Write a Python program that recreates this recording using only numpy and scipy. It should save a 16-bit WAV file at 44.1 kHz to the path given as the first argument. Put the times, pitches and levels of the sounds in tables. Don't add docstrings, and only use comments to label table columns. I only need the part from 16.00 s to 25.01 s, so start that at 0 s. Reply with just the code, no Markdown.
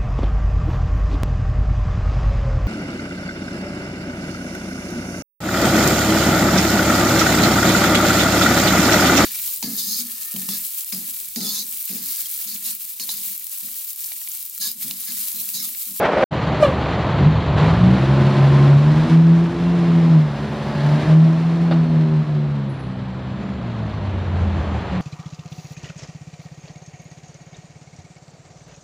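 import sys
import numpy as np
from scipy import signal
from scipy.fft import rfft, irfft, next_fast_len
from scipy.io import wavfile
from scipy.ndimage import uniform_filter1d, map_coordinates

SR = 44100
rng = np.random.default_rng(int(sys.argv[2]) if len(sys.argv) > 2 else 0)


def dump_mix(stems):
    frames = np.atleast_2d(stems).T
    limited = np.clip(frames, -1, 1)
    pcm = np.round(limited * 32767).astype(np.int16)
    wavfile.write(sys.argv[1], SR, pcm)


N = 397341
TIME = np.arange(N) / SR
CYLINDERS, FIRINGS_PER_TURN = 6, 3
BAY_S, BAY_HALF_WIDTH_S = 4.8, 0.8


def amp(db):
    return 10 ** (np.asarray(db) / 20)


def unit(x):
    return x / np.sqrt(np.mean(x ** 2) + 1e-20)


def along(points, hz):
    f, v = np.transpose(points)
    return np.interp(np.log(hz + 1), np.log(f + 1), v)


def curves(rows):
    s, *cols = np.transpose(rows)
    return [np.interp(TIME, s, c) for c in cols]


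def wobble(rate_hz):
    knots = rng.standard_normal(int(N * rate_hz / SR) + 4)
    return map_coordinates(knots, [TIME * rate_hz], order=3)


def gate(start_s, end_s, attack_s, release_s):
    rise = (TIME - start_s) / attack_s
    fall = 1 - (TIME - end_s) / release_s
    return np.clip(np.minimum(rise, fall), 0, 1)


def swell(middle_s, half_width_s):
    return np.exp(-((TIME - middle_s) / half_width_s) ** 2)


def filtered(x, response):
    m = next_fast_len(N + SR // 2)
    return irfft(rfft(x, m) * response(np.fft.rfftfreq(m, 1 / SR)), m)[..., :N]


def coloured(x, spectrum):
    return unit(filtered(x, lambda hz: amp(along(spectrum, hz))))


def rush(spectrum, drive=1, width=None):
    # f/Hz, side over mid/dB
    default_width = [(60,-53.5), (250,-39.5), (500,-35), (1000,-30), (2000,-22), (4000,-19.5), (8000,1.5),
                     (15000,2)]
    noise = drive * rng.standard_normal((2, N))
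    mid, side = filtered(noise, lambda hz: amp(along(spectrum, hz)))
    side = filtered(side, lambda hz: amp(along(width or default_width, hz)))
    return unit(np.array([mid + side, mid - side]))


def cycle_ring(firings, spectrum, size=4096):
    pattern = signal.resample(rng.standard_normal(size // 4), size)
    cycle = firings / CYLINDERS
    return coloured(np.interp(cycle % 1, np.arange(size) / size, pattern), spectrum)


def blows(firings, decay_firings, cylinder_db, scatter_db):
    index = firings.astype(int)
    by_cylinder = unit(rng.standard_normal(CYLINDERS))[index % CYLINDERS]
    by_firing = rng.standard_normal(N)[index]
    strength = amp(cylinder_db * by_cylinder + scatter_db * by_firing)
    return unit(strength * np.exp(-(firings % 1) / decay_firings))


def blend(clean, rough, share):
    share = np.clip(share, 0, 1)
    return np.sqrt(share) * clean + np.sqrt(1 - share) * rough


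def passed():
    return gate(start_s=5.48, end_s=7.57, attack_s=0.31, release_s=0.31)


def traffic_roar():
    # t/s, level/dB
    surge = [(0,-19.5), (.04,-17), (.052,-16), (.11,-19), (.19,-17.5), (.228,-15)]
    # f/Hz, level per Hz/dB
    roar_spectrum = [(24, -63), (40, -20.5), (54, -15.5), (108, -14), (138, -9), (196, -5.5), (382, -6.5),
                     (554, 0), (910, -9.5), (1080, -10.5), (1650, -14.5), (4130, -31), (10600, -61.5),
                     (15000, -91)]
    flash_spectrum = [(400, -26), (900, 0), (1500, 1), (2600, -9.5), (4000, -24), (9000, -70)]
    hollow_spectrum = [(250, -50), (450, -8), (580, 0), (720, -4), (950, -25), (2000, -70)]
    # t/s, half width/s, level/dB
    hollow_swells = [(.024, .016, -20.5), (.088, .011, -20.5), (.18, .03, -22), (.233, .011, -13.5)]
    # f/Hz, side over mid/dB
    roar_width = [(60, -70), (240, -79), (950, -38), (3770, -9.5), (15000, 3)]
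    body = amp(curves(surge)[0] + 1.5 * wobble(90)) * rush(roar_spectrum, width=roar_width)
    flare = amp(-21.5) * swell(0.054, 0.022) * rush(flash_spectrum, width=roar_width)
    hollow_gain = sum(amp(db) * swell(s, half_width_s) for s, half_width_s, db in hollow_swells)
    return body + flare + hollow_gain * rush(hollow_spectrum, width=roar_width)


def traffic():
    # t/s, level/dB
    rumble_level = [(.3,-33), (1.2,-23.5), (1.65,-17.5), (2.1,-29), (3.2,-32), (7.7,-29.5), (8.5,-23.5),
                    (9,-30.5)]
    # f/Hz, level per Hz/dB
    rumble_spectrum = [(20, -26.5), (40, -2), (58, 8.5), (70, 15), (85, 10), (110, 17), (180, -39),
                       (600, -120)]
    tyre_spectrum = [(150, -4), (450, 4), (700, 0.5), (1500, -8), (2700, -15), (4200, -28.5), (6800, -29),
                     (10000, -55.5), (14000, -90)]
    # t/s, f/Hz, level/dB
    car = [(6.6, 218, -47), (7.3, 213, -34), (7.5, 210, -25), (7.9, 212, -27), (8.25, 195, -32),
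           (8.65, 203, -24.5), (9, 180, -20.5)]
    # t/s, level/dB
    tyre_roll = [(6.7, -58), (7.35, -44), (7.48, -36), (7.75, -43), (8.1, -38.5), (8.6, -33), (9, -33)]
    idle = np.sqrt(2) * np.sin(2 * np.pi * 71 * TIME + 1.3 * wobble(7))
    hz, db = curves(car)
    hum_gain = amp(db + 3.8 * wobble(16))
    hum = hum_gain * np.sin(2 * np.pi * np.cumsum(hz) / SR + 0.5 * wobble(16))
    tyres = amp(curves(tyre_roll)[0] + 2 * wobble(14)) * rush(tyre_spectrum)
    drone = amp(curves(rumble_level)[0]) * blend(idle, rush(rumble_spectrum), share=0.28)
    return drone + hum + tyres


def exhaust(firing_hz, firings, engine_db):
    # t/s, level/dB
    boom_level = [(.33,-36.5), (1.05,-33), (1.3,-24), (1.68,-24), (1.83,-16), (2.45,-12.5), (2.78,-6.5),
                  (3.03,-11), (3.2,-1), (3.36,-1.5), (3.65,-8), (4.16,-3), (4.25,-10), (4.29,-18.5),
                  (4.68,-22), (4.87,-8), (5.2,1), (5.45,-4), (5.72,-3), (6.15,-5.5), (6.6,-13), (6.8,-20.5),
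                  (7.55,-28), (7.75,-20), (7.9,-25), (8.45,-14.5), (9,-33)]
    # t/s, depth/dB, half width/s
    dips = [(1.98,17,0.024), (2.95,7,0.013), (3.075,8.5,0.036), (3.53,12,0.078), (5.04,14,0.055),
            (5.4,4.5,0.055), (5.59,2.5,0.027), (5.87,3,0.042), (6.09,3.5,0.036), (6.255,15,.027)]
    # start/s, end/s, overtone lift at the pipe resonance/dB
    pushes = [(1.16, 1.274, 17), (1.54, 1.7, 11), (1.756, 1.92, 13)]
    # f/Hz, gain over engine level/dB
    pipe_gain = [(110,-6), (150,2.5), (195,3), (235,3), (285,-3), (330,5.5), (400,-3), (520,-3.5)]
    # f/Hz, gain/dB
    tailpipe = [(130, 0), (195, 5.5), (240, 7), (295, 1), (335, 0), (385, 8.5), (445, 1), (510, 11),
                (600, 2), (670, 8)]
    # firing harmonic/1, level/dB, share of boom swell followed/1
    overtone_rows = [(3, 0.5, 0), (4, -2, 0.41), (5, -7.5, 0.42), (6, -15, 0.4), (7, -15, .3), (8, -17, .3),
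                     (9, -20, .3)]
    # f/Hz, level per Hz/dB
    growl_spectrum = [(50, -26), (100, -10), (150, 3.5), (200, -6), (270, -8.5), (380, -15.5), (600, -26.5),
                      (2500, -120)]
    resonance_hz, resonance_width_hz = 162.6, 51
    cruise_db = 14.5
    steady_push_db = 8
    growl_db, growl_push_share = 3.5, 0.25

    def harmonic(order, drift_rad):
        phase = 2 * np.pi * (order * firings + rng.random())
        return np.sqrt(2) * np.sin(phase + drift_rad * wobble(22))

    push_db = sum(db * gate(start, end, attack_s=0.06, release_s=0.08) for start, end, db in pushes)
    dip_db = sum(db * swell(s, half_width_s) for s, db, half_width_s in dips)
    flutter_db = 1.3 * wobble(16)
    boom_db = curves(boom_level)[0]
    boom = amp(boom_db - dip_db + flutter_db) * harmonic(2, drift_rad=0.064)

    swell_db = boom_db - engine_db - cruise_db
    rear = passed()
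    fading_db = 3.4 * np.exp(-push_db / steady_push_db)
    overtones = 0
    for order, db, share in overtone_rows:
        hz = order * firing_hz
        pushed_db = push_db * np.exp(-((hz - resonance_hz) / resonance_width_hz) ** 2)
        pipe_db = along(pipe_gain, hz) + pushed_db + rear * along(tailpipe, hz)
        flicker_db = -fading_db * wobble(9) ** 2 + 1.4 * wobble(30)
        gain = amp(db + share * swell_db + pipe_db + flicker_db)
        overtones = overtones + gain * harmonic(order, drift_rad=0.33)

    growl = blend(cycle_ring(firings, growl_spectrum), rush(growl_spectrum), share=0.42)
    growl = amp(growl_db + growl_push_share * push_db) * growl
    return boom + amp(engine_db) * (overtones + growl)


def machinery(firings, engine_db, treble_db):
    # f/Hz, level per Hz/dB
    block_spectrum = [(150, -37), (280, 0.5), (450, -1), (620, 1.5), (800, -2), (1050, -2.5), (1350, -8.5),
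                      (2000, -19.5), (4000, -49), (9000, -120)]
    clatter_spectrum = [(300, -60.5), (800, -11.5), (1300, -1), (1700, 0.5), (2400, -2.5), (3300, -5),
                        (4300, -7.5), (5200, -21), (7500, -27.5), (12000, -120)]
    hiss_spectrum = [(1000, -66.5), (3000, -28.5), (5000, 4.5), (6800, -5), (8500, -9), (11000, -16),
                     (15000, -27)]
    pump_spectrum = [(900, -51), (1400, -12.5), (1650, -0.5), (1850, -3), (2200, -18), (3800, -12),
                     (4600, -15), (6000, -60.5)]
    block_db, clatter_db, hiss_db, pump_db = 0.6, -7, -25.5, -13
    flare_s, flare_db, flare_attack_s, flare_release_s = 1.58, 5.5, 0.017, 0.25
    flare = gate(flare_s - flare_attack_s, flare_s, flare_attack_s, flare_release_s)
    thuds = rush(block_spectrum, blows(firings, decay_firings=1.8, cylinder_db=0.5, scatter_db=0.5))
    block = blend(cycle_ring(firings, block_spectrum), thuds, share=0.27)
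    ticks = blows(firings, decay_firings=6.2, cylinder_db=0.17, scatter_db=0.9)
    clatter = blend(cycle_ring(firings, clatter_spectrum), rush(clatter_spectrum, ticks), share=0.18)
    hiss = amp(hiss_db + treble_db) * rush(hiss_spectrum, ticks)
    pump_gain = amp(pump_db + 2.2 * wobble(14)) * swell(BAY_S, BAY_HALF_WIDTH_S)
    pump = pump_gain * blend(cycle_ring(firings, pump_spectrum), rush(pump_spectrum, ticks), share=0.3)
    mix = amp(block_db) * block + amp(clatter_db) * clatter + hiss + pump
    return amp(engine_db + flare_db * flare) * mix


def gears(firing_hz, engine_db):
    orders = [10, 16, 24, 26]
    # f/Hz, gain/dB
    housing = [(230,-1), (370,2), (500,-11), (610,-6), (760,-15.5)]
    # firing rate f/Hz, level over engine level/dB
    gear_song = [(40,-19.5), (63,-11), (68,-2), (70.5,-4), (72.5,-7.5), (76,-10), (83,-14)]
    shaded_db = -6.5
    crank_hz = firing_hz / FIRINGS_PER_TURN
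    turns = np.cumsum(crank_hz) / SR
    tones = 0
    for order in orders:
        gain = amp(along(housing, order * crank_hz) + 2 * wobble(4))
        tones = tones + gain * np.sin(2 * np.pi * order * turns + 0.2 * wobble(10))
    return amp(engine_db + along(gear_song, firing_hz) + shaded_db * passed()) * tones


def turbo():
    # t/s, f/Hz, fundamental level/dB, octave level/dB
    shaft = [(3.2,4520,-63,-79), (4.05,5137,-53,-68), (4.5,4900,-54,-71), (4.8,4776,-51,-66),
             (5.12,5080,-50,-64), (5.25,4300,-49,-80), (5.7,4400,-45,-80), (6.5,3896,-52,-84),
             (7,3900,-63,-72), (7.42,3580,-61,-64), (7.7,3330,-60,-62), (8,2940,-60,-66),
             (8.5,2800,-67,-80)]
    hz, shaft_db, octave_db = curves(shaft)
    phase = 2 * np.pi * np.cumsum(hz * (1 + 0.009 * wobble(900))) / SR
    third_gain = amp(-64.5) * swell(BAY_S, BAY_HALF_WIDTH_S) ** 2
    gains = [amp(shaft_db), amp(octave_db), third_gain]
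    return sum(gain * amp(3 * wobble(22)) * np.sin(order * phase) for order, gain in enumerate(gains, 1))


def horn():
    # harmonic/1, level/dB
    blare_rows = [(2, -14), (3, -26), (4, -28), (5, -29), (6, -34.5), (7, -35.5)]
    # f/Hz, level per Hz/dB
    valve_spectrum = [(1000, -44), (5000, 5), (8000, -1), (15000, -16)]
    start_hz, sag_hz_per_s, low_hz = 608, 1450, 525
    flutter_hz, flutter_depth = 45, 0.7
    age_s = TIME - 0.629

    def tap(rise_db_per_s, fall_db_per_s, lag_s=0):
        late_s = age_s - lag_s
        return amp(np.minimum(rise_db_per_s * late_s, -fall_db_per_s * late_s))

    hz = np.maximum(start_hz - sag_hz_per_s * np.maximum(age_s, 0), low_hz)
    phase = 2 * np.pi * np.cumsum(hz) / SR
    flutter = 1 - flutter_depth * np.sin(np.pi * flutter_hz * (age_s - 0.002)) ** 2
    base = amp(-1.5) * tap(900, 235) * flutter * np.sin(phase)
    upper = sum(amp(db + 3.5 * wobble(140)) * np.sin(order * phase + 0.7 * wobble(350))
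                for order, db in blare_rows)
    blare = tap(1000, 300, lag_s=0.008) * upper
    spit = amp(-38) * tap(652.5, 304) * rush(valve_spectrum)
    return base + blare + spit


def street(x):
    # f/Hz, t60/s
    decay = [(150, 0.38), (1000, 0.37), (8000, 0.87)]
    hz, t, z = signal.stft(rng.standard_normal(SR // 2), SR, nperseg=256)
    fade = amp(-60 * t / along(decay, hz)[:, None])
    tail = signal.istft(z * fade, SR, nperseg=256)[1]
    return signal.fftconvolve(x, tail[None] / np.linalg.norm(tail), axes=1)[:, :N]


def whines(firings):
    # start/s, end/s, multiple of crank rate/1, level/dB
    stretches = [(1.87, 2.25, 66, -41), (2.05, 2.65, 45, -33), (2.2, 2.62, 39, -37), (4.4, 4.65, 36, -39),
                 (4.66, 4.93, 36, -30), (4.75, 4.95, 63, -41)]
    turns = firings / FIRINGS_PER_TURN
    total = 0
    for start, end, order, db in stretches:
        gain = amp(db + 2 * wobble(24)) * gate(start, end, attack_s=0.07, release_s=0.06)
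        total = total + gain * np.sin(2 * np.pi * order * turns + 0.3 * wobble(30))
    return total


def rasp(firings, engine_db):
    # firing harmonic/1, level over engine level/dB
    partials = [(5, -14.5), (6, -14), (7, -15.5), (8, -12.5), (8.5, -14), (9, -17), (10, -17), (11, -18.5),
                (12, -20), (13, -21)]
    stack = 0
    for order, db in partials:
        gain = amp(db + 2.5 * wobble(5.5))
        phase = 2 * np.pi * (order * firings + rng.random()) + 0.5 * wobble(20)
        stack = stack + gain * np.sin(phase)
    return amp(engine_db) * swell(4.95, 1.6) * stack


def chirps():
    # t/s, length/s, f/Hz, level/dB
    chirp_rows = [(3.63, 0.12, 2734, -41), (3.88, .06, 2660, -45), (4.3, .1, 1630, -41),
                  (4.77, .1, 9950, -62)]
    total = 0
    for s, length_s, hz, db in chirp_rows:
        tone = np.sin(2 * np.pi * hz * TIME + 0.7 * wobble(90))
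        total = total + amp(db) * gate(s, s + length_s, attack_s=0.02, release_s=0.03) * tone
    return total


def rattles():
    # t/s, level/dB
    knock_rows = [(5.710, -10.5), (5.7212, -15.5)]
    # f/Hz, level per Hz/dB
    panel_spectrum = [(100, -10), (400, -4), (620, 10), (880, -1), (1250, 0), (2200, -10), (4600, -12),
                      (6000, -38), (15000, -55)]
    # t/s, level/dB
    squeak_rows = [(6.69, -51), (6.79, -52.5)]
    # f/Hz, level/dB, t60/s
    drum = [(9730, 0, 0.39), (10690, 2, 0.13), (14850, -16.5, .2)]

    def fade(s, t60_s, attack_s):
        age_s = np.maximum(TIME - s, 0)
        return amp(-60 * age_s / t60_s) * (1 - np.exp(-age_s / attack_s))

    hits = sum(amp(db) * fade(s, t60_s=0.084, attack_s=0.00065) for s, db in knock_rows)
    knocks = rush(panel_spectrum) * hits
    squeaks = 0
    for s, db in squeak_rows:
        for hz, mode_db, t60_s in drum:
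            tone = np.sin(2 * np.pi * hz * TIME + 1.6 * wobble(400))
            squeaks = squeaks + amp(db + mode_db) * fade(s, t60_s, attack_s=0.0044) * tone
    return knocks + squeaks


def scene():
    # t/s, level/dB, extra treble/dB
    engine = [(.33,-26.7,-5.5), (1.5,-26,-7), (1.7,-26,-0.5), (2.7,-26.2,3.5), (3.15,-25,5.5),
              (3.9,-24,4.2), (4.35,-26.5,5), (5.05,-24,6), (5.25,-21.2,6), (5.7,-23.7,5), (6.2,-27.2,3),
              (6.9,-32,-1.5), (9,-31,-3)]
    # t/s, firing rate f/Hz
    speed = [(.33,38.51), (1.05,38.37), (1.33,53.13), (1.57,48.48), (1.8,58.73), (2.04,67.04), (2.74,70.68),
             (3.09,80.84), (3.7,86.73), (4.1,81.9), (4.34,70.9), (4.8,72), (4.97,75.4), (5.19,79.7),
             (5.65,84.4), (5.83,80.87), (6.43,73.36), (6.9,63.82), (7.5,64.44), (8.15,46.09), (9,36.57)]
    # roar end t/s, fade-in start t/s, fade-in end t/s
    silence = (.241, .308, .33)
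    stop_s = 0.0004
    engine_db, treble_db = curves(engine)
    firing_hz = curves(speed)[0]
    firings = np.cumsum(firing_hz) / SR
    song = gears(firing_hz, engine_db)
    truck = song + exhaust(firing_hz, firings, engine_db) + machinery(firings, engine_db, treble_db)
    truck = truck + rasp(firings, engine_db) + whines(firings) + turbo()
    accents = horn() + rattles() + chirps()
    passing = truck + accents + amp(-11) * street(accents) + traffic()
    roar_gate = np.clip((silence[0] - TIME) / stop_s, 0, 1)
    passing_fade = np.interp(TIME, silence[1:], [0, 1])
    return traffic_roar() * roar_gate + passing * passing_fade


def record(dry):
    ceiling_db, recover_db_per_s, detect_s, top_hz = -8.5, 2.5, 0.032, 15200
    size = int(detect_s * SR)
    power = np.abs(uniform_filter1d(np.mean(dry ** 2, axis=0), size))
    level_db = 10 * np.log10(power + 1e-12)
    excess_db = np.maximum(level_db - ceiling_db, 0)
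    recovery_db = recover_db_per_s * TIME
    cut_db = np.maximum.accumulate(excess_db + recovery_db) - recovery_db
    levelled = dry * amp(-uniform_filter1d(cut_db, size))
    return filtered(levelled, lambda hz: hz < top_hz)


dry = scene()
out = record(dry)
dump_mix(out)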